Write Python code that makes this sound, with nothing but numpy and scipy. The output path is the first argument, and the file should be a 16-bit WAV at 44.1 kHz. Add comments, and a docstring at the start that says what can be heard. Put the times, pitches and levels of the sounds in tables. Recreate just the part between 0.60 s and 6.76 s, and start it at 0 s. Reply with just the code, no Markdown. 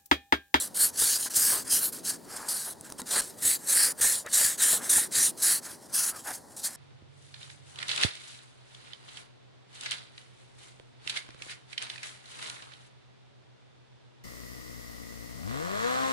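"""Wet sandpaper is twisted back and forth by hand round the neck of a cast metal pipe in a workshop.
From the start, strokes of crackling noise rasp brightly, and the hollow of pipe and fist rings along as a
moving resonance. Soft thuds, finger knocks (fading tones), short ticks (noise bursts) and light rubs join in.
After about two seconds the strokes pause and loose paper slides; then they return with a stronger hollow ring.
Near the end the strokes thin out. A low room tone of filtered noise swells and sinks throughout."""
import sys
import numpy as np
from scipy import signal
from scipy.fft import rfft, irfft
from scipy.io import wavfile
from scipy.ndimage import uniform_filter1d

SR = 44100
rng = np.random.default_rng(int(sys.argv[2]) if len(sys.argv) > 2 else 0)


def bounce(signal):
    """Save signal as a 16-bit WAV file at the path given by the first command-line argument."""
    frames = np.transpose(np.atleast_2d(signal))
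    limited = np.clip(frames, -1, 1)
    pcm = np.round(limited * 32767).astype(np.int16)
    wavfile.write(sys.argv[1], SR, pcm)


N = 271656
TIME = np.arange(N) / SR

# Pressed strokes, one twist of the paper each; later steps shape these levels further. Columns:
# start t/s, length t/s, attack t/s, release t/s, rasp level/dB, sag over the stroke level/dB,
# hollow against rasp level/dB, place of the hardest squeeze (0-1 of the stroke), hollow f/Hz, paper f/Hz,
# neck f/Hz, neck glide f/Hz, neck ring level/dB, paper ring level/dB, fine fizz level/dB
TWISTS = [ (-0.011, 0.11, 0.024, 0.13, -21.5, 9, -20.5, 0.4, 1590, 8900, 3840, 50, 11.5, 9, 2),
          (0.141, 0.17, 0.083, 0.058, -18.5, 7.5, -20.5, .55, 1570, 9500, 4000, 653.5, 9.5, 7, 1),
          (0.366, 0.23, 0.033, 0.031, -22.5, 4, -21.5, .4, 1690, 8800, 4300, 300, -1.5, 7, -1),
          (0.573, 0.12, 0.02, .029, -32, -0.2, -22, 0.1, 1610, 9200, 4530, 200, 6.5, 0.5, -1),
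          (0.735, 0.31, 0.028, .149, -24, -0.2, -19, 0.6, 1630, 7900, 4980, -150, 7, 4, 2),
          (1.088, 0.14, 0.035, 0.076, -23, -0.5, -20.5, 0.94, 1650, 10100, 5000, -400, 4.5, 2.5, 0.5),
          (1.197, 0.12, 0.049, 0.081, -24.5, 3.3, -19.5, 0.04, 1540, 11500, 4300, -300, 8.5, 2, 4),
          (1.43, 0.088, 0.055, 0.016, -30, -4, -20.5, .6, 1580, 7450, 4500, -100, 9.5, 6.5, -.5),
          (1.881, 0.26, 0.0071, 0.019, -30, 10.5, -21, .6, 1580, 9440, 4700, -750, 14.5, 11.5, 0),
          (2.503, 0.11, 0.0084, 0.012, -30, -6, -13.5, 0.75, 1590, 8800, 3830, 170, 12.5, 8, -1.5),
          (2.842, .139, 0.017, 0.077, -24, -2, -20, 0.6, 1920, 8350, 3950, 198, 12.5, 7.5, 2.5),
          (3.061, 0.27, 0.039, 0.081, -23.5, -2, -14, 0.79, 1740, 8700, 4100, 640, 10.5, 8.5, 1.5),
          (3.408, 0.23, 0.0068, 0.12, -23, 4, -14, 0, 1740, 8840, 3650, 273.5, 9, 8, 0),
          (3.725, 0.25, 0.012, 0.11, -21.5, 5, -15, 0.68, 1770, 7900, 3780, -50, 10, 8.5, 1),
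          (3.972, 0.24, 0.059, 0.094, -22.5, 0.2, -14.5, 0, 1710, 8160, 3760, -50, 12.5, 8.5, 1),
          (4.292, 0.19, 0.0054, 0.11, -22.5, 0.5, -14, 0.76, 1750, 9070, 3770, 469, 7.5, 10, 0),
          (4.507, 0.21, 0.069, 0.069, -24.5, -3.5, -15, 0.03, 1800, 8660, 4070, -150, 9, 10, -1),
          (4.815, 0.19, 0.017, 0.076, -22.5, 2.5, -16.5, 0.48, 1710, 9900, 4370, -300, 9, 9, -1),
          (5.32, 0.21, 0.032, 0.041, -25, 5.5, -16.5, 0.72, 1520, 9600, 4770, 1000, 3.5, 3.5, -0.5),
          (6.03, 0.068, 0.018, 0.041, -25.5, 5, -17, 0.76, 1690, 8400, 4280, -50, 9, 11, 0.5), ]
# Moments when the paper catches and the hands thud: t/s, thud level/dB before its shape and the left-right balance
GRABS = [(0.226, -45), (0.412, -40), (0.764, -46), (1.128, -44), (2.602, -47), (2.85, -44), (3.235, -48),
         (3.41, -41), (3.447, -44.5), (3.847, -46), (4.133, -56), (4.363, -36.5), (4.575, -40.5)]

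GRIP_WAVER, GRIP_WAVER_HZ = 0.017, 15  # the fingers' hold wavers: share of pitch, rate in Hz
RUB_ATTACK, RUB_RELEASE = 0.34, 0.38  # shares of the length of a rub or squelch


def amp(db):
    """Turns decibels into a gain."""
    return 10 ** (np.asarray(db) / 20)


def unit(x):
    """Scales a sound to an rms (average strength) of 1."""
    return x / np.sqrt(np.mean(x ** 2) + 1e-20)


def at_hz(points, hz, axis=1):
    """Reads a column of a frequency table, with frequency on a log scale."""
    points = np.asarray(points, float)
    return np.interp(np.log(hz + 1), np.log(points[:, 0] + 1), points[:, axis])


def at_time(rows, t):
    """Reads every column of a time table at the times t."""
    s, *columns = np.transpose(rows)
    return [np.interp(t, s, column) for column in columns]


def add(mix, s, sound):
    """Mixes a sound in at s seconds."""
    part = mix[..., max(round(s * SR), 0):][..., :sound.shape[-1]]
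    part += sound[..., :part.shape[-1]]


def colour(x, points):
    """Filters by a fixed spectrum (Hz, dB) and scales to an rms of 1."""
    length = x.shape[-1]
    gain = amp(at_hz(points, np.fft.rfftfreq(length, 1 / SR)))
    return unit(irfft(rfft(x) * gain, length))


def wander(rate_hz):
    """Smooth random curve with an rms of 1, whose changes weaken above the given rate."""
    hz = np.fft.rfftfreq(N, 1 / SR)
    noise = rfft(rng.standard_normal(N))
    return unit(irfft(noise / (1 + (hz / rate_hz) ** 2), N))


def resonate(x, hz, width_hz):
    """A resonance whose pitch follows the curve hz: shift down to zero, smooth, and shift back up."""
    turn = np.exp(2j * np.pi * np.cumsum(hz) / SR)
    r = np.exp(-np.pi * width_hz / SR)
    return 2 * (turn * signal.lfilter([1 - r], [1, -r], x / turn)).real


def bump(hz, centre_hz, width_hz):
    """A bell of height 1 round a frequency."""
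    return 1 / (1 + (2 * (hz - centre_hz) / width_hz) ** 2)


def grit(per_s, spread_db, hiss):
    """Tiny slips of random size and sign over the hiss of countless finer ones."""
    happens = rng.random(N) < per_s / SR
    sign = rng.choice([-1, 1], N)
    size = amp(spread_db * np.clip(rng.standard_normal(N), -2, 2))
    return unit(unit(happens * sign * size) + hiss * rng.standard_normal(N))


def rasp(level_db, judder):
    """Grit snaps on the metal, coloured by the pipe neck and by the paper, whose stiffness shifts with the grip."""
    # Basic tone of the rasp: f/Hz, level/dB
    paper_tone = [(1300, -25.5), (2300, -21), (3300, -8), (3700, -8), (4500, -8), (6000, -6.5),
                  (7500, -4.5), (9300, -1.8), (11000, -3.5), (12500, -6.5), (14000, -11.5), (15800, -15.5)]
    # Part of the rasp that is opposite at the two sides, against the shared part: f/Hz, level/dB
    treble_apart = [(2000, -51), (2700, -39), (3600, -82), (9000, -82), (10500, -13), (12000, -7.5),
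                    (13800, -4.5), (16000, 2)]
    ring_from_db, ring_range_db = -62, 33  # the sheet rings more as it is pulled taut
    loose_dull_db = 3.5  # loose paper loses its fizz

    slips = [grit(per_s=5500, spread_db=1.0, hiss=0.83) for _ in range(2)]
    hz, t, (shared, apart) = signal.stft(slips, SR, nperseg=512, noverlap=384)
    hz = hz[:, None]
    frame_db = np.interp(t, TIME, level_db)
    _, paper_hz, neck_hz, neck_db, paper_db, fizz_db = grip(t)
    neck_hz = neck_hz * (1 + GRIP_WAVER * np.interp(t, TIME, wander(GRIP_WAVER_HZ)))

    # A light touch rings the neck and the sheet less, and is duller
    pressure = np.clip((frame_db + 53.5) / 25, .3, 1)
    taut = np.clip((frame_db - ring_from_db) / ring_range_db, 0, 1.2)
    fizz_tilt = np.clip((hz - 9000) / 3500, -1, 1)
    shape_db = at_hz(paper_tone, hz) + (fizz_db - loose_dull_db * (1 - taut)) * fizz_tilt
    shape_db += pressure * neck_db * bump(hz, neck_hz, width_hz=960)
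    shape_db += taut * paper_db * bump(hz, paper_hz, width_hz=4800)
    shape_db -= 7 * bump(hz, 3530, width_hz=740)  # a fixed dip, mostly under the neck's ring

    # Folds of the sheet ring briefly, each at its own pitch
    folds = uniform_filter1d(rng.standard_normal(shared.shape), size=5, axis=0)
    folds = unit(uniform_filter1d(folds, size=24, axis=1))
    gain = amp(shape_db + 2.6 * folds)
    gain /= np.linalg.norm(gain, axis=0)  # tone only: the loudness is set below

    apart = apart * amp(at_hz(treble_apart, hz))
    sides = gain * np.array([shared + apart, shared - apart])
    sound = signal.istft(sides, SR, nperseg=512, noverlap=384)[1][:, :N]
    # Loose paper flutters more than paper that is pressed down
    flutter_db = np.interp(level_db, [-42, -24], [1.7, .9])
    return unit(sound) * amp(level_db + flutter_db * judder + 0.76)


def hollow(level_db, judder):
    """The same rubbing rings the air in the pipe and the cupped hand."""
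    hollow_hz = grip(TIME)[0] * (1 + GRIP_WAVER * wander(GRIP_WAVER_HZ))
    drive = grit(per_s=1200, spread_db=2.0, hiss=0.6)
    ring = resonate(drive, hollow_hz, width_hz=310)
    ring = resonate(ring, hollow_hz, width_hz=14000)
    return unit(ring) * amp(level_db + 0.61 * judder + 0.28)


def friction():
    """Levels (dB) at which all strokes and slides drive the rasp and the hollow, added up as powers."""
    # Light slides of loose paper as the hand takes a new grip:
    # start t/s, length t/s, attack t/s, rasp level/dB, hollow against rasp level/dB
    slides = [ (0.142, 0.048, .006, -34, -28), (0.323, 0.073, .035, -37, -16),
              (0.695, 0.055, 0.017, -33.5, -14), (1.041, .083, .055, -33, -9.5),
              (1.32, 0.1, .009, -38, -16), (1.487, 0.094, 0.021, -33, -14), (1.665, 0.45, 0.071, -41, -8.5),
              (1.757, 0.024, 0.012, -28.5, -32), (2.237, 0.1, 0.01, -47.5, -7),
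              (2.378, 0.039, 0.025, -33.5, -11), (2.453, 0.089, 0.049, -31.5, -10.5),
              (2.612, 0.13, .006, -38.5, -18), (2.763, 0.24, 0.073, -37.5, -15),
              (2.818, 0.069, 0.0096, -28, -14), (2.97, 0.27, 0.13, -36.5, -14),
              (3.373, 0.041, 0.029, -31, -11), (3.681, .081, 0.046, -34, -15),
              (4.198, 0.26, 0.05, -34, -10), (4.765, 0.2, 0.072, -31, -17), (5.015, 0.17, 0.04, -40, -9),
              (5.248, 0.03, .012, -49, -11), (5.285, 0.052, .042, -43.5, -7),
              (5.508, 0.14, .065, -39.5, -18), (5.632, 0.18, 0.048, -35, -13.5),
              (5.962, 0.15, 0.0045, -42, -39), (6.075, 0.11, .012, -41.5, -9.5), ]
    # Wet paper squelches in the fist and rings the hollow alone: start t/s, length t/s, level/dB
    squelches = [(0.657, 0.031, -43.5), (3.653, 0.042, -41.5), (5.642, 0.11, -44)]
    slide_release, slide_sag_db = 0.31, 10.5  # share of a slide spent stopping; fall of level along it
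    resting_rasp_db, resting_hollow_db = -63, -78  # the paper never lies quite still
    bite_db, bite_s, bite_attack_s = 3.5, 0.026, 0.01  # overshoot, its fade, and how quick a start it needs
    arch_db, top_db = 15.5, 1.5  # the hollow swells with the squeeze: curve of that arch, lift at its top

    flicker_db = 3 * wander(rate_hz=20)  # the resting paper rustles unevenly
    rasp_power = amp(resting_rasp_db + flicker_db) ** 2
    hollow_power = amp(resting_hollow_db + flicker_db) ** 2

    for start, length, attack, release, level_db, sag_db, hollow_db, hardest, *_ in TWISTS:
        gain = amp(level_db) * gesture(start, length, attack, release, sag_db)
        moving = gain > 0
        since = TIME[moving] - start
        # The quicker the paper breaks free, the more it overshoots before it settles
        overshoot_db = bite_db * np.exp(-attack / bite_attack_s - since / bite_s)
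        squeeze_db = top_db - arch_db * (since / length - hardest) ** 2
        rasp_power[moving] += (gain[moving] * amp(overshoot_db)) ** 2
        hollow_power[moving] += (gain[moving] * amp(hollow_db + squeeze_db)) ** 2

    for start, length, attack, level_db, hollow_db in slides:
        gain = amp(level_db) * gesture(start, length, attack, slide_release * length, slide_sag_db)
        rasp_power += gain ** 2
        hollow_power += (gain * amp(hollow_db)) ** 2

    for start, length, level_db in squelches:
        gain = amp(level_db) * gesture(start, length, RUB_ATTACK * length, RUB_RELEASE * length)
        hollow_power += gain ** 2
    return 10 * np.log10(rasp_power) + catches(), 10 * np.log10(hollow_power)


def gesture(start, length, attack, release, sag_db=0):
    """Gain of one movement: it speeds up, holds while the pressure sags, and slows to a stop."""
    rise_power, fall_power = 1.04, 1.076  # how gently it starts and ends
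    gain = np.zeros(N)
    moving = (TIME > start) & (TIME < start + length)
    since = TIME[moving] - start
    rise = np.clip(since / max(attack, 1e-3), 0, 1)
    fall = np.clip((length - since) / max(release, 1e-3), 0, 1)
    gain[moving] = rise ** rise_power * fall ** fall_power * amp(-sag_db * since / length)
    return gain


def grip(t):
    """Each stroke's grip tunes the resonances, which glide along it and move to the next grip in the pause."""
    hollow_rise, paper_rise = 0.029, 0.077  # shares by which the pitches rise as the sheet tightens in a stroke
    rows = []
    for start, length, _, release, _, _, _, _, hollow_hz, paper_hz, neck_hz, glide_hz, *rings_db in TWISTS:
        end = start + length - release / 2
        for when, half, glide in [(start, -0.5, 0), (end, 0.5, glide_hz)]:
            hollow_now = hollow_hz * (1 + half * hollow_rise)
            paper_now = paper_hz * (1 + half * paper_rise)
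            rows.append((when, hollow_now, paper_now, neck_hz + glide, *rings_db))
    return at_time(sorted(rows), t)


def catches():
    """Surge of the rasp (dB) around each moment when the paper catches."""
    catch_db, rise_s, fade_s = 1, 0.011, 0.019
    surge_db = np.zeros(N)
    for s, _ in GRABS:
        since = TIME - s
        surge_db += catch_db * np.exp(-abs(since) / np.where(since < 0, rise_s, fade_s))
    return surge_db


def skin(rasp_db, judder):
    """Fingers drag over the casting with a dull, uneven scuff that rings the air under the palm."""
    # Fingers shift on the casting: start t/s, length t/s, level/dB before the trim at the end
    rubs = [(0.88, 0.15, -39.5), (1.646, 0.34, -44.5), (2.05, 0.064, -44.5), (2.487, 0.15, -37),
            (3.158, 0.2, -46.5), (3.639, 0.048, -43), (4.03, 0.32, -44), (5.04, 0.088, -52),
            (5.501, 0.1, -43.5), (5.645, 0.088, -37.5)]
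    # Tone of the scuff: f/Hz, level/dB
    scuff_tone = [(100, -16), (250, -7.5), (500, -3), (800, -1.5), (1200, 1), (1700, -2), (2600, -16),
                  (5000, -38.5)]
    # The palm covers and uncovers the mouth of the casting: t/s, ring f/Hz, ring against scuff level/dB
    palm = [(0, 500, -7), (1.3, 476, -12.5), (1.8, 896, -8), (2.55, 430, -6.5), (3.7, 556, -2.5),
            (4.3, 467, -11.5), (5.55, 1300, -7), (5.65, 780, 1.5), (6.16, 780, -4)]
    follow_db, follow = -37.5, 0.45  # the holding hand scuffs along: level at 0 dB rasp, dB per dB of rasp

    power = amp(follow_db + follow * rasp_db) ** 2
    for start, length, level_db in rubs:
        gain = amp(level_db) * gesture(start, length, RUB_ATTACK * length, RUB_RELEASE * length)
        power += gain ** 2
    ring_hz, ring_db = at_time(palm, TIME)
    scuff = colour(grit(per_s=700, spread_db=1.5, hiss=0.35), scuff_tone)
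    ring = resonate(grit(per_s=700, spread_db=-1, hiss=1.0), ring_hz, width_hz=103)
    ring = unit(resonate(ring, ring_hz, width_hz=840))
    blend = (scuff + amp(ring_db) * ring) / np.hypot(1, amp(ring_db))
    return blend * np.sqrt(power) * amp(0.64 * judder - 2.16)


def knocks():
    """Fingers knock on the casting: one main pitch over its hand-damped modes, all fading."""
    # Knocks: t/s, level/dB before the blend below, main ring f/Hz, time for the ring to fall 60 dB t/s
    finger_hits = [(0.421, -27, 427, 0.011), (0.661, -41, 1025, 0.07), (0.933, -36.5, 1044, 0.088),
                   (0.967, -42.5, 800, 0.037), (2.32, -41.5, 345, 0.023), (2.396, -36, 1006, 0.044),
                   (2.417, -35.5, 247, 0.075), (2.551, -40, 1040, 0.036), (2.848, -47, 522, 0.026),
                   (3.401, -37, 535, 0.04), (3.446, -31, 1010, 0.018), (3.662, -35, 575, 0.023),
                   (3.811, -34, 620, 0.04), (4.134, -27, 660, 0.019), (4.382, -30, 860, 0.022),
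                   (5.681, -39, 772, 0.14), (5.71, -38, 795, 0.061)]
    # Modes of the casting: f/Hz before a random shift, level/dB against each other, time to fall 60 dB t/s
    modes = [(490, -5.5, 0.1), (847, 0.5, 0.081), (1050, 1, 0.032), (1378, 2.5, 0.055), (1840, 1, 0.038),
             (3710, 5.5, 0.035)]
    out = np.zeros(N)
    t = np.arange(8192) / SR
    for s, level_db, ring_hz, ring_t60 in finger_hits:
        body = np.zeros(len(t))
        for hz, db, t60 in modes:
            shifted_hz = hz * rng.uniform(.94, 1.06)
            body += amp(db - 60 * t / t60) * np.sin(2 * np.pi * shifted_hz * t)
        ring = amp(-60 * t / ring_t60) * np.sin(2 * np.pi * ring_hz * t)
        add(out, s, amp(level_db) * (0.23 * body + 0.95 * ring))
    return out


def ticks():
    """Short ticks: bursts of noise that fall 60 dB in about 5 ms."""
    # Single ticks: t/s, peak level/dB
    bursts = [(0.661, -19), (0.7377, -18.5), (0.7444, -17), (2.2107, -27), (2.301, -28), (2.323, -22.5),
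              (2.402, -27), (2.4179, -21), (2.851, -14), (3.664, -26)]
    burst_tone = [(300, 5), (1700, -9), (2800, -33), (4500, -2.0), (9000, 5.5), (16000, -15)]  # f/Hz, level/dB
    out = np.zeros(N)
    t = np.arange(1024) / SR
    for s, peak_db in bursts:
        burst = colour(rng.standard_normal(len(t)), burst_tone)
        burst *= amp(-60 * t / 0.0049)
        add(out, s, amp(peak_db) * burst / abs(burst).max())
    return out


def thuds():
    """The hands jolt as the paper grabs: one low swing and a puff of air, stronger at the left."""
    puff_tone = [(20, -30.0), (100, -5.5), (190, -7.5), (400, -11), (1500, -55)]  # f/Hz, level/dB
    out = np.zeros((2, N))
    t = np.arange(8192) / SR
    for s, level_db in GRABS:
        puff = colour(rng.standard_normal((2, len(t))), puff_tone)
        swing = np.sin(2 * np.pi * rng.uniform(42, 111) * t)
        u = t / 0.0073  # the swell is largest after 7.3 ms
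        add(out, s, amp(level_db) * (.55 * swing + .55 * puff) * u * np.exp(1 - u))
    return out * amp([[2.2], [-2.2]])


def handling(rasp_db):
    """A faint rumble of the moving hands follows the strokes, stronger at the left."""
    air = rng.standard_normal(N) + 2.9 * rng.standard_normal((2, N))  # shared noise plus one for each side
    rumble = colour(air, [(15, -15), (50, 13), (120, 3.0), (300, -0.5), (700, -30), (2000, -55)])
    return rumble * amp(1.28 * rasp_db - 43) * amp([[1.5], [-1.5]])


def workshop(x):
    """A short tail from bench and walls, starting after the sound has crossed to them."""
    # Time for the tail to fall 60 dB: f/Hz, t/s
    fade_times = [(100, 1), (1000, 0.39), (4000, 0.028), (9000, 0.17), (16000, 1)]
    delay = np.arange(SR // 2) / SR
    echoes = rng.standard_normal((2, len(delay))) * (delay > .004)
    hz, t, z = signal.stft(echoes, SR, nperseg=256)
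    fade = amp(-60 * t / at_hz(fade_times, hz)[:, None])
    tail = signal.istft(z * fade, SR, nperseg=256)[1]
    return signal.fftconvolve(x[None], tail / np.linalg.norm(tail[0]), axes=1)[:, :N]


def room_tone():
    """Low noise of the workshop, partly alike at both sides; its low middle swells slowly."""
    # Tone of the steady noise: f/Hz, level/dB
    steady_tone = [(15, -52), (25, -31), (97, 4), (229, 2), (476, -3.5), (560, 4.5), (695, 0), (936, 2),
                   (1230, -11), (1940, -11), (2480, -38), (4610, -11), (5880, -19), (9570, -11.5),
                   (16000, -38)]
    # How alike left and right are: f/Hz, likeness (0-1)
    likeness = [(50, 0.32), (130, 0.19), (300, 0.66), (700, 0.24), (2000, 0.97), (12000, 1)]
    # The low drone swells and sinks: t/s, level/dB before a 2 dB cut
    swell = [(0.0, -52.5), (0.65, -57.5), (0.9, -48), (1.58, -48.5), (1.95, -57.5), (2.52, -50),
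             (3.74, -58), (4.22, -47.5), (4.7, -48.5), (5.3, -56), (6.16, -61)]
    hz = np.fft.rfftfreq(N, 1 / SR)
    same = np.clip(at_hz(likeness, hz), 0, 1)
    shared, apart = rfft(rng.standard_normal(N)), rfft(rng.standard_normal((2, N)))
    noise = irfft(np.sqrt(same) * shared + np.sqrt(1 - same) * apart, N)
    swell_db, = at_time(swell, TIME)
    drone = colour(noise, [(60, -24), (150, -5.0), (250, 1.5), (340, -1), (500, -5.0), (1000, -28.5)])
    steady = colour(noise[:, ::-1], steady_tone)  # played backwards so that it does not match the drone
    return steady * amp(-54) + drone * amp(swell_db - 2.0)


def scene():
    """The strokes drive all the rubbing sounds, and one stick-slip judder shakes them together."""
    rasp_db, hollow_db = friction()
    judder = wander(rate_hz=44)
    bright = rasp(rasp_db, judder)
    dull = hollow(hollow_db, judder) + skin(rasp_db, judder) + knocks() + ticks()
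    room = workshop(amp(-15) * dull + amp(-28) * bright.mean(axis=0))
    return bright + dull + room + thuds() + handling(rasp_db) + room_tone()


def record(dry):
    """Two microphone openings that differ in timing and level by frequency, then a cut of the top treble."""
    # The two openings: f/Hz, left lead [radians], left minus right level/dB
    openings = [(600, .1, .4), (1100, .2, .9), (1700, 0, 0), (9800, 0, 0), (11200, .2, -1.2),
                (12500, .65, 1.8), (13700, .15, 5.5), (14900, -.7, 3.3), (16000, -.4, 1.5)]
    hz = np.fft.rfftfreq(N, 1 / SR)
    side = np.array([[.5], [-.5]])
    lead = np.exp(1j * side * at_hz(openings, hz))
    balance = amp(side * at_hz(openings, hz, axis=2))
    heard = irfft(rfft(dry) * lead * balance, N)
    low_pass = signal.firwin(511, 15950, window=("kaiser", 9), fs=SR)  # cutoff in Hz
    return signal.oaconvolve(heard, low_pass[None], "same")


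dry = scene()
out = record(dry)
bounce(out)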